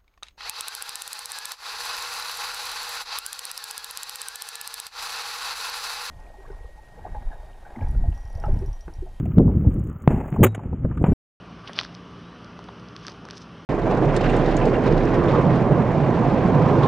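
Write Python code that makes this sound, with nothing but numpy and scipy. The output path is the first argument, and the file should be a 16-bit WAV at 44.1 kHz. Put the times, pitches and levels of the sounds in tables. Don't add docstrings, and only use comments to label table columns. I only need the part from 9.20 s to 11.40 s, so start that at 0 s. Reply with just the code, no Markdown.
import sys
import numpy as np
from scipy import signal
from scipy.fft import rfft, irfft
from scipy.io import wavfile
from scipy.ndimage import uniform_filter1d

SR = 44100
rng = np.random.default_rng(int(sys.argv[2]) if len(sys.argv) > 2 else 0)


def master(y):
    cut = np.clip(np.atleast_2d(y).T, -1, 1)
    pcm = np.round(cut * 32767)
    wavfile.write(sys.argv[1], SR, pcm.astype(np.int16))


def attenuation_scalar(level_db):
    decades = np.asarray(level_db, float) / 20
    return 10 ** decades


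N = 97020


def at_time():
    return np.arange(N) / SR


def coloured(points):
    hz, db = np.transpose(points)
    f = np.maximum(np.fft.rfftfreq(N, 1 / SR), 1)
    colour_db = np.interp(np.log(f), np.log(hz), db, left=db[0] - 1.5)
    x = irfft(rfft(rng.standard_normal(N)) * attenuation_scalar(colour_db), N)
    return x / x.std()


def drift(rate):
    r = np.exp(-2 * np.pi * rate / SR)
    x = signal.lfilter([1], [1, -2 * r, r * r], rng.standard_normal(N + SR))[SR:]
    return x / x.std()


def even(x, s):
    return x / np.sqrt(uniform_filter1d(x * x, size=int(s * SR)) + 1e-12)


def dying(s, db, t60, hold=0., rise=0.00016):
    t = at_time() - s
    fall_db = 60 * np.clip(t - hold - rise, 0, None) / t60
    return attenuation_scalar(db - fall_db) * np.clip(t / rise, 0, 1)


def peak(x, hz, width):
    r = np.exp(-np.pi * width / SR)
    zeros = np.array([1, 0, -1]) * (1 - r * r) / 2
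    return signal.lfilter(zeros, [1, -2 * r * np.cos(2 * np.pi * hz / SR), r * r], x)


def dull(x, hz):
    return signal.sosfilt(signal.butter(4, hz, fs=SR, output="sos"), x)


def mode(s, hz, db, t60):
    return dying(s, db, t60) * np.sin(2 * np.pi * hz * (at_time() - s))


# t/s, peak level/dB, half width/s
BLASTS = [
    (0.183, 2.5, 0.00089),
    (0.8763, 2.5, 0.00026),
    (1.1259, -15.5, 0.00069),
    (1.2303, -5.5, 0.0002),
    (1.379, -20.5, 0.00041),
    (1.8406, -3.5, 0.00042),
]
ECHO_SHARE_DB = [-32.5, -1, 2.5, -18.5, 0.5, -1.5]
# f/Hz, level/dB per Hz
ECHO_COLOUR = [(88, -28), (150, 0.5), (566, -8), (941, -11), (1020, -17), (2550, -29.5), (4860, -61.5),
               (7040, -43.5), (16000, -51.5)]
SWING_HZ, SWING_T60_S, SWING_DB, SWING_LAG_S = 140, .045, -.5, .0006
SNAP_HZ, SNAP_T60_S, SNAP_DB = 977, 0.0034, -9.5
ECHO_FAST_DB, ECHO_FAST_T60_S = -24, 0.017
ECHO_DB, ECHO_T60_S, ECHO_RISE_S = -26.5, 0.69, .022


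def blasts():
    out = 0
    echo = coloured(ECHO_COLOUR) * attenuation_scalar(3.5 * drift(45))
    for (s, db, half), share_db in zip(BLASTS, ECHO_SHARE_DB):
        spike = -attenuation_scalar(db) * np.exp(-.5 * ((at_time() - s) / half) ** 2)
        swing = mode(s + SWING_LAG_S, SWING_HZ, db + SWING_DB, SWING_T60_S)
        snap = mode(s + half, SNAP_HZ, db + SNAP_DB + share_db / 2, SNAP_T60_S)
        near_tail = dying(s, db + ECHO_FAST_DB, ECHO_FAST_T60_S)
        field_tail = dying(s, db + ECHO_DB, ECHO_T60_S, rise=ECHO_RISE_S)
        out = out + spike + swing + snap + attenuation_scalar(share_db) * echo * (near_tail + field_tail)
    return out


# t/s, level/dB, hold/s, t60/s, air level/dB
SLAMS = [
    (1.231, -14, 0.016, 0.045, -15),
    (1.264, -29.5, 0.0045, 0.041, -62),
    (1.347, -29, 0.0041, 0.027, -67),
]
# f/Hz, level/dB per Hz
SLAM_COLOUR = [(100, -12.5), (300, -4), (1000, -5), (2500, -13.5), (4000, -24), (7000, -20), (10000, -21.5),
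               (16000, -43.5)]
AIR_HZ, AIR_WIDTH_HZ = 14700, 1000


def slams():
    body = coloured(SLAM_COLOUR)
    air = peak(rng.standard_normal(N), AIR_HZ, AIR_WIDTH_HZ)
    lumps = attenuation_scalar(2.0 * drift(200))
    rattle = 0
    for s, db, hold, t60, air_db in SLAMS:
        rattle = rattle + dying(s, 0, t60, hold) * (attenuation_scalar(db) * body + attenuation_scalar(air_db + 7.5) * air)
    return lumps * rattle


# f/Hz, level/dB, t60/s
GUN = [(105.4, -13, 0.37), (232.5, -15, 0.11), (365, -9.5, 0.067), (508.6, -15.5, 0.04),
       (578, -26.5, 0.074), (730, -41, 0.13), (1010, -47, .18), (3820, -37, 0.22)]
GUN_STRUCK_S = 1.245
GUN_SAG, GUN_SAG_S = 0.054, 0.042


def gun_ring():
    t = np.clip(at_time() - GUN_STRUCK_S, 0, None)
    sagging = t - GUN_SAG * GUN_SAG_S * np.exp(-t / GUN_SAG_S)
    out = 0
    for hz, db, t60 in GUN:
        clock = sagging if hz < 1000 else t
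        out = out + dying(GUN_STRUCK_S, db, t60, rise=0.011) * np.sin(2 * np.pi * hz * clock)
    return out


# t/s, peak level/dB, f/Hz
KNOCKS = [(0.054, -29.5, 600), (0.055, -41.5, 2170), (0.192, -26, 900), (0.253, -29, 600),
          (0.278, -29.5, 860), (0.445, -41, 600), (0.837, -37.5, 1200), (0.979, -31, 800),
          (1.042, -29, 1190), (1.16, -17, 850), (1.392, -28.5, 800), (1.521, -44, 600), (1.611, -41, 700),
          (1.646, -17, 457), (1.648, -33.5, 1190), (1.711, -26, 1124), (1.773, -29, 1250),
          (1.774, -47.5, 2800), (1.826, -37.5, 1280), (1.839, -12.5, 626), (1.84, -25, 1900),
          (1.844, -20.5, 1276), (1.887, -33, 804)]
KNOCK_T60_S, KNOCK_WIDTH, KNOCK_TOP = .045, .35, 1.5


def knocks():
    white, out = np.sign(rng.standard_normal(N)), 0
    for s, db, hz in KNOCKS:
        puff = white * dying(s, db, KNOCK_T60_S, rise=0.0003) * np.sqrt(SR / hz / 3)
        knock = peak(peak(puff, hz, KNOCK_WIDTH * hz), hz, hz)
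        out = out + dull(knock, KNOCK_TOP * hz)
    return out


# t/s, peak level/dB
TICKS = [(0.0553, -49), (0.5017, -51), (0.5409, -45), (0.585, -79.5), (0.5936, -51.5), (0.6378, -52.5),
         (0.6719, -47), (0.6982, -51), (0.8215, -49.5), (0.9807, -72), (1.0525, -56), (1.0799, -52.5),
         (1.1021, -50.5), (1.1263, -68), (1.1646, -52.5), (1.773, -50), (1.8266, -50.5), (1.8761, -66.5),
         (1.8864, -78.5)]
# from t/s, to t/s
CRACKLE_SPELLS = [
    (.5, 0.85),
    (.88, 1.35),
    (1.72, 2.2),
]
TICK_T60_S, TICK_DB, CRACKLE_PER_S, CRACKLE_DB = 0.014, 5.5, 40, -53.5


def ticks():
    white, t = rng.standard_normal(N), at_time()
    spell = sum((t > a) & (t < b) for a, b in CRACKLE_SPELLS)
    grain_db = CRACKLE_DB + 1.9 * np.minimum(rng.exponential(1, N), 3)
    grains = (rng.random(N) < CRACKLE_PER_S / SR) * spell * attenuation_scalar(grain_db)
    shape = signal.lfilter([1], [1, -attenuation_scalar(-60 / TICK_T60_S / SR)], grains + 1e-18)
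    shape = shape + sum(dying(s, db + TICK_DB, TICK_T60_S) for s, db in TICKS)
    return peak(white * shape, 8200, 4000)


# t/s, level/dB, t60/s, f/Hz
BUFFETS = [(0.057, -34, 0.095, 200), (0.169, -9.5, 0.42, 150), (0.195, -7.5, 0.14, 189.9),
           (0.255, -10, 0.11, 140), (0.276, -26, 0.24, 300), (0.444, -26, 0.14, 280),
           (0.555, -22.5, 0.17, 150), (0.978, -21.5, 0.056, 220), (1.123, -24, .1, 141),
           (1.185, -12.5, 0.28, 170), (1.205, -6.5, 0.39, 150), (1.212, -14.5, 0.12, 240),
           (1.527, -26.5, 0.034, 328.7), (1.642, -10.5, 0.09, 110), (1.808, -21.5, 0.13, 246.2),
           (1.88, -12, 0.41, 150)]
BUFFET_RISE_S, BUFFET_WIDTH, BUFFET_TOP = 0.004, 0.51, 2.72
THUMP_DB, THUMP_CYCLES = 4, 4.9
LAST_PUSH_S, LAST_PUSH_HZ, LAST_PUSH_DB, LAST_PUSH_T60_S = 1.930, 70, -14.5, .1


def buffets():
    white = rng.standard_normal(N)
    out = mode(LAST_PUSH_S, LAST_PUSH_HZ, LAST_PUSH_DB, LAST_PUSH_T60_S)
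    for s, db, t60, hz in BUFFETS:
        body = even(peak(np.roll(white, int(hz * 90)), hz, BUFFET_WIDTH * hz), 0.014)
        thump = mode(s, hz, db + THUMP_DB, THUMP_CYCLES / hz)
        push = dying(s, db, t60, rise=BUFFET_RISE_S) * body - thump
        out = out + dull(push, BUFFET_TOP * hz)
    return out


# t/s, level/dB
WIND = [(0, -22.5), (.15, -24), (.19, -15), (.34, -17), (.48, -17), (.53, -25), (.58, -19.5), (.7, -28.5),
        (.8, -38), (.87, -35), (.92, -19), (1.1, -34), (1.18, -27), (1.5, -27.5), (1.62, -28.5), (1.7, -28),
        (1.8, -24), (1.93, -15)]
# f/Hz, level/dB per Hz
WIND_COLOUR = [(15, -32.5), (25, -9.5), (55, 1), (150, -2.5), (250, -9.5), (400, -21), (700, -41),
               (1500, -73.5)]
# f/Hz, level/dB per Hz
RUSTLE_COLOUR = [(180, -26), (300, -4.5), (787, -14.5), (1390, -18.5), (3130, -31.5), (4440, -60.5),
                 (6740, -41), (10700, -57), (16000, -49)]
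WIND_DB, LUMP_DB, LUMPS_PER_S = -0.5, 3.5, 29
GAIN_DUCK_S, GAIN_DUCK_LENGTH_S, GAIN_DUCK_DB = 1.25, .2, -16
RUSTLE_DB, RUSTLE_FOLLOWS, RUSTLE_LUMP_DB = -53, 0.067, 2.5
CASE_HUM_HZ, CASE_HUM_WIDTH_HZ, CASE_HUM_DB = 1250, 220, 1.5
HUM_SWELL_S, HUM_SWELL_WIDTH_S, HUM_SWELL_DB = .76, .1, 8.5


def wind():
    t = at_time()
    in_duck = 1. * (t > GAIN_DUCK_S) * (t < GAIN_DUCK_S + GAIN_DUCK_LENGTH_S)
    gain_duck = attenuation_scalar(GAIN_DUCK_DB * uniform_filter1d(in_duck, size=600))
    level = attenuation_scalar(WIND_DB + np.interp(t, *np.transpose(WIND)))
    rumble = level * attenuation_scalar(LUMP_DB * drift(LUMPS_PER_S)) * even(coloured(WIND_COLOUR), 0.038)
    rustle = attenuation_scalar(RUSTLE_DB + RUSTLE_LUMP_DB * drift(56)) * coloured(RUSTLE_COLOUR)
    rustle = rustle * (level / level.mean()) ** RUSTLE_FOLLOWS
    hum_db = CASE_HUM_DB + HUM_SWELL_DB * np.exp(-((t - HUM_SWELL_S) / HUM_SWELL_WIDTH_S) ** 2)
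    hum = attenuation_scalar(hum_db) * peak(rustle, CASE_HUM_HZ, CASE_HUM_WIDTH_HZ)
    return (rumble + buffets()) * gain_duck + rustle + hum


def scene():
    return np.tile(blasts() + slams() + gun_ring() + knocks() + ticks() + wind(), (2, 1))


# f/Hz, width/Hz, level/dB
CAVITY = [(6844, 640, 1.5), (9875, 1000, -10.5), (11500, 2500, -34.5), (14100, 2400, -4)]
CASE_CUT_HZ, CASE_EDGE_DIP, LEAK_DB = 3646, .4, -34


def sealed_case(x):
    low = signal.sosfilt(signal.cheby1(8, 1, CASE_CUT_HZ, fs=SR, output="sos"), x)
    low = low - CASE_EDGE_DIP * peak(low, 3500, 760)
    high = signal.sosfilt(signal.butter(6, 6000, "high", fs=SR, output="sos"), x)
    out = low + attenuation_scalar(LEAK_DB) * x
    for k, (hz, width, db) in enumerate(CAVITY):
        out = out + attenuation_scalar(db) * (-1) ** k * peak(high, hz, width)
    return out


HISS_DB, HISS_DUCK_DB, HISS_DUCK_S, HISS_RECOVER_DB_PER_S = -71.5, -26, 1.27, 21.5


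def preamp_hiss():
    t = at_time()
    recovering = np.minimum(HISS_DUCK_DB + HISS_RECOVER_DB_PER_S * (t - HISS_DUCK_S), 0)
    duck = np.where(t > HISS_DUCK_S, recovering, 0)
    band = signal.butter(3, [13800, 16200], "band", fs=SR, output="sos")
    hiss = signal.sosfilt(band, rng.standard_normal(N))
    return attenuation_scalar(HISS_DB + duck + 2.5 * drift(37)) * hiss / hiss.std()


def band_limit(x):
    return signal.sosfilt(signal.butter(12, 16970, fs=SR, output="sos"), x)


OVERLOAD_TOP, SIDE_DB, SIDE_AIR_DB, RIGHT_DB = 1.7, -37.5, -22, -.25
CUT_S = 1.9339


def record(dry):
    x = sealed_case(dry[0]) + preamp_hiss()
    x = np.clip(OVERLOAD_TOP * np.tanh(x / OVERLOAD_TOP), -1, 1)
    x = signal.sosfilt(signal.cheby2(14, 50, 16600, fs=SR, output="sos"), x)
    side = attenuation_scalar(SIDE_DB) * peak(np.roll(x, 40), 1200, 750)
    side = side + attenuation_scalar(SIDE_AIR_DB) * peak(np.roll(x, 5), 14800, 2300)
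    mix = np.array([x + side, attenuation_scalar(RIGHT_DB) * (x - side)]) * (at_time() < CUT_S)
    return band_limit(mix)


dry = scene()
out = record(dry)
master(out)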